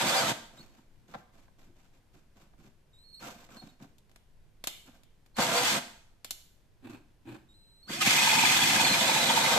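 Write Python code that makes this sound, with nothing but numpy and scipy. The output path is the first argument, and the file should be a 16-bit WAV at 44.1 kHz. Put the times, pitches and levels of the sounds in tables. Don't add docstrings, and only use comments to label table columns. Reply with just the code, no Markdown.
import sys
import numpy as np
from scipy import signal
from scipy.fft import rfft, irfft
from scipy.io import wavfile
from scipy.ndimage import uniform_filter1d

SR = 44100
rng = np.random.default_rng(int(sys.argv[2]) if len(sys.argv) > 2 else 0)


def put_to_file(sound):
    columns = np.atleast_2d(sound).T
    safe = np.clip(columns, -1, 1)
    whole_steps = np.round(safe * 32767)
    wavfile.write(sys.argv[1], SR, whole_steps.astype(np.int16))


N = 422461
TIME = np.arange(N) / SR
QUADRATURE = np.array([[0], [np.pi / 2]])


def undb(db):
    return 10 ** (np.asarray(db) / 20)


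def unit(x):
    return x / np.sqrt(np.mean(x ** 2))


def mid_side(side_db):
    return np.array([[1], [undb(side_db)]])


def walk(rate, size):
    hold = max(int(SR / rate), 1)
    held = np.repeat(rng.standard_normal(size // hold + 1), hold)
    smooth = uniform_filter1d(uniform_filter1d(held, hold), hold)
    return unit(smooth[:size])


def colour(x, points):
    hz, db = np.transpose(points)
    size = 8192
    bins = np.maximum(np.arange(size // 2 + 1) * SR / size, 1)
    gain = undb(np.interp(np.log(bins), np.log(hz), db))
    cepstrum = irfft(np.log(gain))
    cepstrum[1:size // 2] *= 2
    cepstrum[size // 2 + 1:] = 0
    response = irfft(np.exp(rfft(cepstrum)))
    return signal.fftconvolve(x, response[None])[:, :x.shape[1]]


def band(x, lo_hz, hi_hz, order=2):
    edges = [lo_hz, min(hi_hz, SR / 2 - 1)]
    return signal.sosfilt(signal.butter(order, edges, "band", fs=SR, output="sos"), x)


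def ring(x, modes):
    total = 0
    for k, (hz, width, db) in enumerate(modes):
        mode = signal.lfilter(*signal.iirpeak(hz, hz / width, fs=SR), x)
        total = total + (-1) ** k * undb(db) * mode
    return total


def add(out, start, sound):
    i = max(int(start * SR), 0)
    part = sound[..., :out.shape[1] - i]
    out[:, i:i + part.shape[-1]] += part


def envelope(t, start, end, attack_s, release_s):
    swell = (1 - np.exp(-np.maximum(t - start, 0) / attack_s)) ** 2
    return swell * np.exp(-np.maximum(t - end, 0) / release_s)


def chips(rate, spread_db, size):
    hit = rng.random(size) < rate / SR
    sign = rng.choice([-1, 1], (2, size))
    strength = undb(spread_db * np.minimum(rng.exponential(size=size), 4))
    return unit(hit * sign * strength)


def contact(decay_s, rise_s=0.00086):
    t = TIME[:SR // 10]
    fade = np.exp(-t / decay_s) * (1 - np.exp(-t / rise_s))
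    spectrum = rfft(rng.standard_normal((2, len(t))) * fade)
    return irfft(spectrum / np.abs(spectrum)) * np.sqrt(fade)


def blow(sound, db):
    return undb(db) * sound * np.sqrt(SR / 1000 / np.sum(sound[0] ** 2))


# (frequency [Hz], relative level [dB])
AIR_SPECTRUM = [(5, -25.5), (12, -6), (17, -4.5), (25, -22), (45, -16), (65, -21), (113, -21), (149, -23.5),
                (279, -33.5), (339, -33.5), (603, -38), (794, -41), (989, -42), (1170, -46), (1580, -44.5),
                (14200, -58.5)]


def air(level_db=-61.5, side_db=-3, draught_db=-6):
    mid, side = unit(colour(rng.standard_normal((2, N)), AIR_SPECTRUM))
    hiss = undb(side_db) * band(side, 350, 16000, order=1)
    draught = undb(draught_db) * band(side, 10, 24, order=2)
    side = hiss + draught
    return undb(level_db + 0.26 * walk(24.0, N)) * np.array([mid + side, mid - side])


ROOM_T60_S = 0.55


def workshop(x, near_db=-10, near_s=0.013, tail_db=-9, side_db=0, wide_hz=620, left_db=-0.38):
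    t = TIME[:int(.8 * SR)]
    near = np.exp(-t / near_s) * (t > .0012)
    tail = undb(-60 * t / ROOM_T60_S) * (1 - np.exp(-t / 0.0005))
    near = undb(near_db) * near / np.linalg.norm(near)
    tail = undb(tail_db) * tail / np.linalg.norm(tail)
    response = np.hypot(near, tail) * rng.standard_normal((2, len(t)))
    echoes = signal.fftconvolve(x, response, axes=1)[:, :N]
    mid, side = x + band(echoes, 250, 15000, order=1)
    side = undb(side_db) * band(side, wide_hz, 20000, order=1)
    return np.array([(mid + side) * undb(left_db), (mid - side) * undb(-left_db)])


# (start [s], base level [dB], housing thump re base [dB], steel ring re base [dB])
SWITCH_CLICKS = [(3.982, -55.5, -20, -23), (4.094, -66.5, 6, -14), (4.114, -63.5, 4, -14),
                 (4.159, -54, 4, -11), (4.639, -33, -1, -15), (4.671, -22.5, -7.5, -12),
                 (4.679, -45, 6, -13.5), (4.861, -56.5, -6, -12), (5.033, -57, -4, -5.5),
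                 (5.261, -61, 2, -16.5), (5.367, -40, -6, -10.5), (6.245, -33, -5.5, -13.5),
                 (6.307, -24, -15, -26)]
# (frequency [Hz], relative level [dB])
SNAP_SPECTRUM = [(880, -51), (1500, -19), (2820, -4.5), (3460, 1), (3730, 1), (4300, -1), (5980, -5.5),
                 (7420, -0.5), (8870, -10), (11100, -5), (14200, -7.5)]
# (frequency [Hz], width [Hz], relative level [dB])
HOUSING_MODES = [(269, 150, -5), (674, 160, -2), (1500, 2100, -9.5)]
# (frequency [Hz], width [Hz], relative level [dB])
STEEL_MODES = [(2050, 36, -7), (2200, 30, -5), (2342, 36, -7), (2580, 36, -8), (2830, 26, -3),
               (2950, 22, -2), (3128, 16, 0), (3240, 14, 1), (3394, 11, 2), (3548, 12, 1), (3703, 22, -2),
               (4200, 30, -6)]


def click(db, thump_db, ring_db, snap_db=-1.5, tick_db=-4, rattle_s=.07, rattle_rise_s=.005, rattle_db=0.5):
    snap = blow(colour(contact(0.0079), SNAP_SPECTRUM), db + snap_db)
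    thump = blow(ring(contact(0.0037), HOUSING_MODES), db + thump_db)
    tick = blow(colour(signal.unit_impulse((1, SR // 10)), SNAP_SPECTRUM), db + tick_db)
    t = TIME[:SR // 2]
    rattle = chips(1500, 1.5, len(t)) * np.exp(-t / rattle_s) * (1 - np.exp(-t / rattle_rise_s))
    out = blow(band(ring(rattle, STEEL_MODES), 1900, 5000), db + ring_db + rattle_db)
    add(out, 0, snap + thump)
    add(out, .0015, tick * np.array([[1], [.5]]))
    return out


# (start [s], end [s], trigger notch before rounding [count], level [dB], waver [share of pitch])
CONTROLLER_WHISTLES = [(0.576, .603, 0.5, -59, 0.0085), (0.587, .625, 2, -61, 0.013),
                       (2.929, 2.985, 0, -67, .002), (2.982, 3.04, 1, -62.5, 0.0048),
                       (3.033, 3.125, 2, -63, .005), (3.08, 3.19, 1, -66, .02), (3.124, 3.21, 2, -57, .014),
                       (3.567, 3.635, 2, -58, 0.018), (3.6, 3.66, 0, -70, .025),
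                       (3.665, 3.715, 0, -73, .02), (5.342, 5.38, 2, -63, 0.012),
                       (7.486, 7.537, 0, -67, .001), (7.537, 7.828, 1, -65, .0003),
                       (7.825, 7.885, 2, -61, .01), (7.843, 7.865, 1, -66, .014),
                       (7.88, 7.93, 3, -52, .014), (7.92, 7.965, 4, -51, .012),
                       (7.955, 8.005, 5, -52, .012)]
WHISTLE_HZ, NOTCH_HZ = 3774, 264.3


def whistle(length, hz, waver, second_db=-8, third_db=-20, flutter_db=260, dull_hz=8000):
    size = int(max(length, .02) * SR)
    pitch = hz * (1 + waver * walk(420, size))
    phase = 2 * np.pi * np.cumsum(pitch) / SR + QUADRATURE
    second = band(np.sin(2 * phase), 1000, dull_hz, order=8)
    tone = np.sin(phase) + undb(second_db) * second + undb(third_db) * np.sin(3 * phase)
    flutter = undb(flutter_db * waver * walk(160, size))
    return tone * flutter * signal.windows.tukey(size, min(SR / 100 / size, 1))


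# (start [s], length [s], level before a 2 dB cut [dB])
SAW_TWISTS = [(6.818, 0.13, -44.5), (7.244, 0.12, -44)]
# (frequency [Hz], relative level [dB])
GROWL_SPECTRUM = [(60, -28), (118, 2), (165, -12.5), (225, 3), (270, 1.5), (335, 3.5), (430, -15),
                  (620, -17.5), (850, -13.5), (1250, -22.5), (1550, -17.5), (2050, -27), (2420, -20),
                  (2570, -15.5), (2750, -26), (4300, -29), (5300, -42), (8000, -35.5), (10000, -44),
                  (14000, -40)]
TWIST_ATTACK_S, TWIST_RELEASE_S = 0.017, 0.025


def twisting(length, db, growl_db=-2.0, side_db=-3):
    t = TIME[TIME < length + .12]
    teeth = chips(1500, 2.1, len(t)) * undb(2.0 * walk(111, len(t)))
    growl = unit(colour(teeth, GROWL_SPECTRUM)) * mid_side(side_db)
    return undb(db + growl_db) * envelope(t, 0, length, TWIST_ATTACK_S, TWIST_RELEASE_S) * growl


# (frequency [Hz], width [Hz], relative level [dB])
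WALL_MODES = [(495, 60, -1), (569.4, 63, -1), (640, 50, 1.5), (693.4, 55, 2.5), (798, 50, -0.5),
              (833, 46, -1), (921, 37, 0), (1025, 60, -4.5), (1145, 75, -3), (1350, 130, -4.5),
              (1553, 110, -4)]
# (frequency [Hz], width [Hz], relative level [dB])
BODY_MODES = [(130, 36, -3.5), (167, 37, -1.5), (220.6, 28, 3), (280, 44, -2.5), (335, 47, -2.5),
              (440, 19, -15)]


def pipe(force, wall_gain, body_gain, wall_side_db=-3, body_side_db=-9):
    wall = unit(band(ring(force, WALL_MODES), 380, 1900)) * mid_side(wall_side_db)
    body = unit(band(ring(force, BODY_MODES), 70, 450)) * mid_side(body_side_db)
    return wall_gain * wall + body_gain * body


# (start [s], length [s], scratch level [dB], whole-pipe thudding before a 1.5 dB cut [dB])
GROOVE_RUBS = [(0.523, 0.13, -65, -57), (0.675, 0.13, -72.5, -64), (0.884, 0.17, -83.5, -69.5),
               (1.073, 0.11, -66, -57), (1.321, 0.11, -71.5, -64.5), (1.576, 0.056, -70, -66),
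               (1.647, 0.057, -82, -60), (1.748, 0.1, -73.5, -68), (1.903, 0.072, -76.5, -70),
               (2.124, 0.066, -73, -60.5), (2.35, 0.087, -70, -61.5), (2.569, 0.095, -70.5, -56.5),
               (3.189, 0.049, -57.5, -57), (3.213, 0.084, -51.5, -50), (3.332, .12, -64.5, -60.5),
               (3.485, 0.092, -61.5, -57), (3.607, 0.072, -64.5, -54.5), (3.789, 0.032, -63, -51),
               (4.848, 0.04, -67, -57), (4.925, 0.031, -70, -77), (6.888, 0.021, -59.5, -61),
               (7.304, 0.038, -67, -64)]
# (frequency [Hz], relative level [dB])
SCRATCH_SPECTRUM = [(650, -44), (1100, -20), (1390, -8.5), (1980, -4.5), (2370, -4), (5200, -10),
                    (7630, -9), (9150, -21), (12300, -17.5), (14000, -14)]
RUB_ATTACK_S, RUB_RELEASE_S = 0.009, 0.034


def rubbing(length, scratch_db, thud_db, wall_db=1.0, body_db=-1.5):
    t = TIME[TIME < length + .15]
    slips = undb(2.4 * walk(161, len(t)))
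    grit = unit(colour(chips(4000, 3.2, len(t)) * slips, SCRATCH_SPECTRUM))
    shaking = pipe(chips(1200, 1.5, len(t)) * slips, undb(scratch_db + wall_db), undb(thud_db + body_db))
    return envelope(t, 0, length, RUB_ATTACK_S, RUB_RELEASE_S) * (undb(scratch_db) * grit + shaking)


# (start [s], base level of
# crack and wall [dB], whole-pipe thud [dB], contact decay [s])
PIPE_KNOCKS = [(.305, -35, -22.5, 0.0062), (.783, -58, -45.5, 0.0031), (1.139, -35.5, -43, 0.0018),
               (1.144, -32.5, -37, 0.0026), (1.149, -33.5, -45, 0.0018), (1.481, -54, -55, 0.0022),
               (2.534, -56, -56, 0.0042), (3.223, -40, -61, 0.0029), (3.489, -47, -62, 0.0026),
               (3.56, -50, -40, 0.0032), (3.625, -47, -38, .003), (3.659, -64, -38.5, .003),
               (3.801, -52, -45, 0.0025), (3.813, -58, -35.5, 0.0023), (3.841, -50, -42, 0.0014),
               (4.885, -52, -44, 0.0023), (5.368, -36, -40, 0.0013), (5.384, -20, -19, 0.0036),
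               (7.352, -45, -48, 0.0054), (7.896, -34, -31.5, 0.0023), (8.065, -25, -17.5, 0.0026),
               (8.437, -25, -27, 0.0025)]
# (frequency [Hz], relative level [dB])
CRACK_SPECTRUM = [(53, -8.5), (90, -2.5), (208, -9.5), (418, -19.5), (741, -2.5), (1070, -13.5), (1520, -9),
                  (2100, -16.5), (2750, -27), (3440, -21), (12000, -52.5), (15600, -83.5), (22000, -120)]


def knock(db, thud_db, contact_s, side_db=-8, crack_db=-4.0, wall_db=-3.5):
    crack = band(colour(contact(contact_s), CRACK_SPECTRUM), 135, 15000, order=3)
    wall = band(ring(contact(contact_s), WALL_MODES), 380, 2600)
    thud = band(ring(contact(contact_s), BODY_MODES), 80, 320) * mid_side(side_db)
    return blow(crack, db + crack_db) + blow(wall, db + wall_db) + blow(thud, thud_db)


# (middle of the swell [s], pitch [Hz], length [s], level before the swell [dB])
TOOTH_SQUAWKS = [(0.009, 901, 0.024, -33), (0.071, 221, 0.032, -34), (0.289, 882, 0.027, -31.5),
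                 (3.234, 1389, .03, -49.5), (3.251, 1373, .025, -49), (3.269, 721, .04, -51),
                 (3.528, 1320, .05, -61), (3.621, 732, .03, -57), (5.397, 221.4, .04, -29.5),
                 (8.019, 1278, .03, -32), (8.028, 2700, .035, -31), (8.062, 2313, .018, -32),
                 (8.188, 2490, .04, -27), (8.223, 880, .022, -32), (8.279, 888, .026, -25.5),
                 (8.297, 2460, .02, -26.5), (8.331, 890, .034, -27), (8.386, 897, .036, -25),
                 (8.392, 2546, .03, -25), (8.44, 871, .02, -23.5), (8.443, 2570, .025, -30),
                 (8.499, 2496, .025, -28), (8.567, 3400, .022, -31), (8.626, 3330, .026, -26.5),
                 (8.806, 900, .045, -28.5), (8.875, 896, .034, -30), (8.88, 3330, .03, -36),
                 (9.014, 3490, .028, -30), (9.097, 892, .028, -29), (9.169, 890, .026, -27.5),
                 (9.298, 3340, .028, -29), (9.306, 897, .034, -26), (9.378, 894, .03, -23),
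                 (9.449, 896, .022, -27)]


def squawk(hz, length, jitter=0.04, flutter_db=2, side_db=-4):
    size = int(max(length, .005) * SR)
    pitch = hz * (1 + jitter * walk(900, size))
    phase = 2 * np.pi * np.cumsum(pitch) / SR + QUADRATURE
    note = unit(np.sin(phase) * undb(flutter_db * walk(428, size)))
    return note * np.hanning(size) * mid_side(side_db)


# (time [s], pitch [Hz], level [dB])
GROAN_CURVES = [
    [(.09, 651.5, -43.5), (.12, 624, -36.5), (.16, 782.4, -37), (.18, 739, -42.5), (.2, 799, -40.5),
     (.235, 647, -35), (.3, 679, -41)],
    [(5.49, 656, -45.5), (5.505, 688.5, -35.5), (5.555, 695, -36.5), (5.61, 715, -39), (5.64, 825, -34.5)],
    [(5.53, 469, -40), (5.56, 489, -37), (5.64, 492, -46)],
]
GROAN_HARMONICS = [-1, -3.5, -17]


def groaning(curve, jitter=.018, flutter_db=3.0, side_db=-4):
    times, hz, db = np.transpose(curve)
    t = TIME[(TIME >= times[0]) & (TIME <= times[-1])]
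    size = len(t)
    pitch = np.interp(t, times, hz) * (1 + jitter * walk(400, size))
    phase = 2 * np.pi * np.cumsum(pitch) / SR + QUADRATURE
    tone = 0
    for k, level in enumerate(GROAN_HARMONICS):
        tone = tone + undb(level + flutter_db * walk(200, size)) * np.sin((k + 1) * phase)
    loudness = undb(np.interp(t, times, db)) * signal.windows.tukey(size, .1)
    return unit(tone) * loudness * mid_side(side_db)


# (order [cycles per spindle turn], relative level [dB])
GEAR_ORDERS = [(47.5, -39.5), (81, -59.5), (100, -52.5), (139, -47)]


def gearing(shaft, flutter_db=4.0, blur=.8):
    size = len(shaft)
    sides = np.zeros((2, size))
    for side in sides:
        for order, db in GEAR_ORDERS:
            level = undb(db + flutter_db * walk(160, size))
            side += level * np.sin(2 * np.pi * order * shaft + blur * walk(90, size))
    return sides


WHINE_ORDER = 284


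def whining(shaft, flutter_db=3.0, blur=.45):
    size = len(shaft)
    phase = 2 * np.pi * WHINE_ORDER * shaft + blur * walk(500, size) + QUADRATURE
    return unit(np.sin(phase) * undb(flutter_db * walk(220, size)))


# (frequency [Hz], width [Hz], relative level [dB])
CUP_MODES = [(1262, 44, -6), (1580, 44, -2), (2045, 70, -4), (2256, 44, 2), (2490, 50, 2.5), (2578, 60, -1),
             (3105, 100, -4), (3230, 100, -2), (3394, 100, -.5), (3530, 100, 1.5), (4510, 200, -7),
             (5020, 200, -5)]


def chatter(size, rate=380, detune=0.041, ring_s=0.0022, spread_db=6.5):
    out, t = np.zeros((2, size)), TIME[:SR // 30]
    swell = t / ring_s * np.exp(-t / ring_s)
    for when, mode, pitch, strength, place in rng.random((int(rate * size / SR), 5)):
        hz, _, db = CUP_MODES[int(mode * len(CUP_MODES))]
        phase = 2 * np.pi * hz * (1 + detune * (2 * pitch - 1)) * t
        gain = undb(db - spread_db * np.log(max(strength, .08)))
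        add(out, when * size / SR, gain * swell * np.sin([phase, phase + 2 * np.pi * place]))
    return unit(out)


# (start [s], stop [s], moment of one hard bite [s], cup level re tearing [dB], # gear level at
# usual speed [dB], surge once a turn [dB], speed swing once a turn [share])
SAW_RUNS = [(-.05, .322, 0.048, -12.5, 0.5, -0.7, 0.0025), (5.379, 5.785, 5.46, -14.5, -2, 0.5, 0.0023),
            (7.889, 9.6, 8.812, -7, -3, 0.85, 0.02)]
# (time [s], speed [turns/s])
FIRST_SPEED = [(0, 14.6), (.045, 12.3), (.06, 14), (.078, 16.8), (.095, 16.7), (.11, 14.4), (.125, 12.3),
               (.145, 12.6), (.165, 15.4), (.18, 17.1), (.2, 17), (.24, 14), (.31, 12.5), (.335, 3.6)]
SECOND_SPEED = [(5.35, 2), (5.398, 15.5), (5.43, 16.1), (5.46, 14), (5.535, 13.5), (5.565, 16.3),
                (5.59, 16.1), (5.68, 18.5), (5.77, 12.4), (5.802, 8.8)]
LONG_SPEED = [(7.86, 2), (7.9, 7), (7.94, 12), (8, 15.9), (8.1, 18.1), (8.4, 18.2), (8.55, 17.5),
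              (8.7, 16.7), (8.8, 15.8), (8.87, 14.9), (8.95, 14.15), (9.05, 13.65), (9.2, 13.9),
              (9.35, 13.75), (9.58, 13.3)]
# (time [s], tearing at usual speed [dB], pipe wall [dB],
# whole pipe [dB], rim mode [dB], motor whine [dB])
FIRST_FEED = [(0, -31, -32, -39.5, -41.5, -53), (.06, -32.5, -36.5, -34, -41, -47),
              (.085, -32, -33.5, -40, -50, -38.5), (0.123, -31, -36, -41, -53, -39.5),
              (0.189, -32.5, -32, -49, -49, -36.5), (.22, -33.5, -34.5, -40.5, -48.5, -49),
              (.29, -32, -38, -38.5, -49, -46.5)]
SECOND_FEED = [(5.372, -28, -45.5, -51, -63.5, -43.5), (5.39, -34, -31.5, -45, -48, -50),
               (5.425, -29.5, -32.5, -40, -45.5, -42), (5.46, -34.5, -37.5, -41, -44, -54.5),
               (5.535, -32, -34.5, -37, -46, -51), (5.58, -30, -32, -47.5, -50.5, -36.5),
               (5.61, -33.5, -37.5, -38.5, -58, -51.5), (5.68, -30.5, -38, -44, -46, -51),
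               (5.78, -32, -37, -39, -44.5, -54.5)]
LONG_FEED = [(7.9, -35, -51.5, -45, -73, -49), (8.002, -41.5, -79, -45, -70, -64),
             (8.018, -28, -42, -43, -58, -56), (8.045, -33, -59, -42, -67, -52),
             (8.065, -28, -43, -38, -40, -53), (8.2, -29, -40, -42, -38, -48),
             (8.41, -29.5, -41.5, -39.5, -39.5, -48), (8.52, -28, -40.5, -39, -37.5, -48),
             (8.66, -28, -43, -38, -40, -55), (8.82, -28.5, -36, -37, -40, -45),
             (8.86, -28, -35.5, -38, -48, -33), (8.92, -28.5, -36, -35, -44, -33.5),
             (8.96, -28, -36.5, -38, -43, -43), (9.22, -29, -36, -38.5, -40, -38.5),
             (9.38, -28.5, -36.5, -40, -38, -39), (9.58, -27.5, -28.5, -39.5, -39, -42)]
# (frequency [Hz], relative level [dB])
TEETH_SPECTRUM = [(650, -30.5), (1100, -7), (1360, -9.5), (1580, -3.5), (1760, -5), (1980, -3),
                  (2510, -5.5), (2850, -5.5), (3460, -2.5), (3730, -5.5), (5600, -9), (7880, -8.5),
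                  (10600, -20.5), (11700, -14), (14200, -23.5)]
# (frequency [Hz], width [Hz], relative level [dB])
RIM_MODES = [(882, 65, 0)]
FADE_IN_S, FADE_OUT_S = .008, .008
USUAL_TURNS_PER_S = 16.64
TEAR_DB_PER_OCTAVE, CUP_DB_PER_OCTAVE = 7, 6.5


def sawing(run, speed, feed, cup_db=-1, rim_surge_db=2, rim_lead_turns=.1, rim_side_db=-4, play=.004):
    start, stop, bite_at, chatter_db, gears_db, surge_db, drag = run
    t = TIME[(TIME >= start - 10 * FADE_IN_S) & (TIME <= stop + 10 * FADE_OUT_S)]
    size = len(t)
    times, *levels = np.transpose(feed)
    tearing, wall, body, rim, whine = (undb(np.interp(t, times, db)) for db in levels)
    turns_s = np.interp(t, *np.transpose(speed), left=0)
    turn = np.cumsum(turns_s) / SR
    turn = turn - np.interp(bite_at, t, turn)
    bite = np.cos(2 * np.pi * turn)
    pace = np.maximum(turns_s, 1) / USUAL_TURNS_PER_S
    octaves = np.log2(pace)
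    power = np.exp(-np.maximum(t - stop, 0) / FADE_OUT_S) / (1 + np.exp((start - t) / FADE_IN_S))

    fractures = chips(8000, 1.2, size) * undb(surge_db * bite + 0.78 * walk(250, size))
    squeaks = unit(chatter(size) * undb(1.5 * surge_db * bite))
    cup = squeaks + undb(cup_db) * unit(band(ring(fractures, CUP_MODES), 1500, 6000))
    steel = undb(chatter_db + CUP_DB_PER_OCTAVE * octaves) * cup
    cutting = tearing * undb(TEAR_DB_PER_OCTAVE * octaves) * (unit(colour(fractures, TEETH_SPECTRUM)) + steel)

    snags = chips(1800, 1.7, size)
    rim_surge = undb(rim_surge_db * np.cos(2 * np.pi * (turn + rim_lead_turns)))
    rung = unit(band(ring(snags * rim_surge, RIM_MODES), 700, 1100))
    shaking = pipe(snags, wall, body) + rim * rung * mid_side(rim_side_db)

    shaft = np.cumsum(turns_s * (1 + play * walk(150, size) - drag * bite)) / SR
    gears = undb(gears_db) * pace ** 2 * gearing(shaft)
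    return t[0], power * (cutting + shaking + gears + whine * whining(shaft))


def scene():
    out = np.zeros((2, N))
    speeds = [FIRST_SPEED, SECOND_SPEED, LONG_SPEED]
    feeds = [FIRST_FEED, SECOND_FEED, LONG_FEED]
    for run, speed, feed in zip(SAW_RUNS, speeds, feeds):
        add(out, *sawing(run, speed, feed))
    for curve in GROAN_CURVES:
        add(out, curve[0][0], groaning(curve))
    for middle, hz, length, db in TOOTH_SQUAWKS:
        add(out, middle - length / 2, undb(db) * squawk(hz, length))
    for start, length, scratch_db, thud_db in GROOVE_RUBS:
        add(out, start, rubbing(length, scratch_db, thud_db))
    for start, length, db in SAW_TWISTS:
        add(out, start, twisting(length, db))
    for start, db, thud_db, contact_s in PIPE_KNOCKS:
        add(out, start, knock(db, thud_db, contact_s))
    for start, db, thump_db, ring_db in SWITCH_CLICKS:
        add(out, start, click(db, thump_db, ring_db))
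    for start, end, notch, db, waver in CONTROLLER_WHISTLES:
        hz = WHISTLE_HZ + NOTCH_HZ * round(notch)
        add(out, start, undb(db) * whistle(end - start, hz, waver))
    return workshop(out) + air()


TOP_HZ = 14400


def record(dry):
    return signal.sosfilt(signal.ellip(12, .2, 90, TOP_HZ, fs=SR, output="sos"), dry)


dry = scene()
out = record(dry)
put_to_file(out)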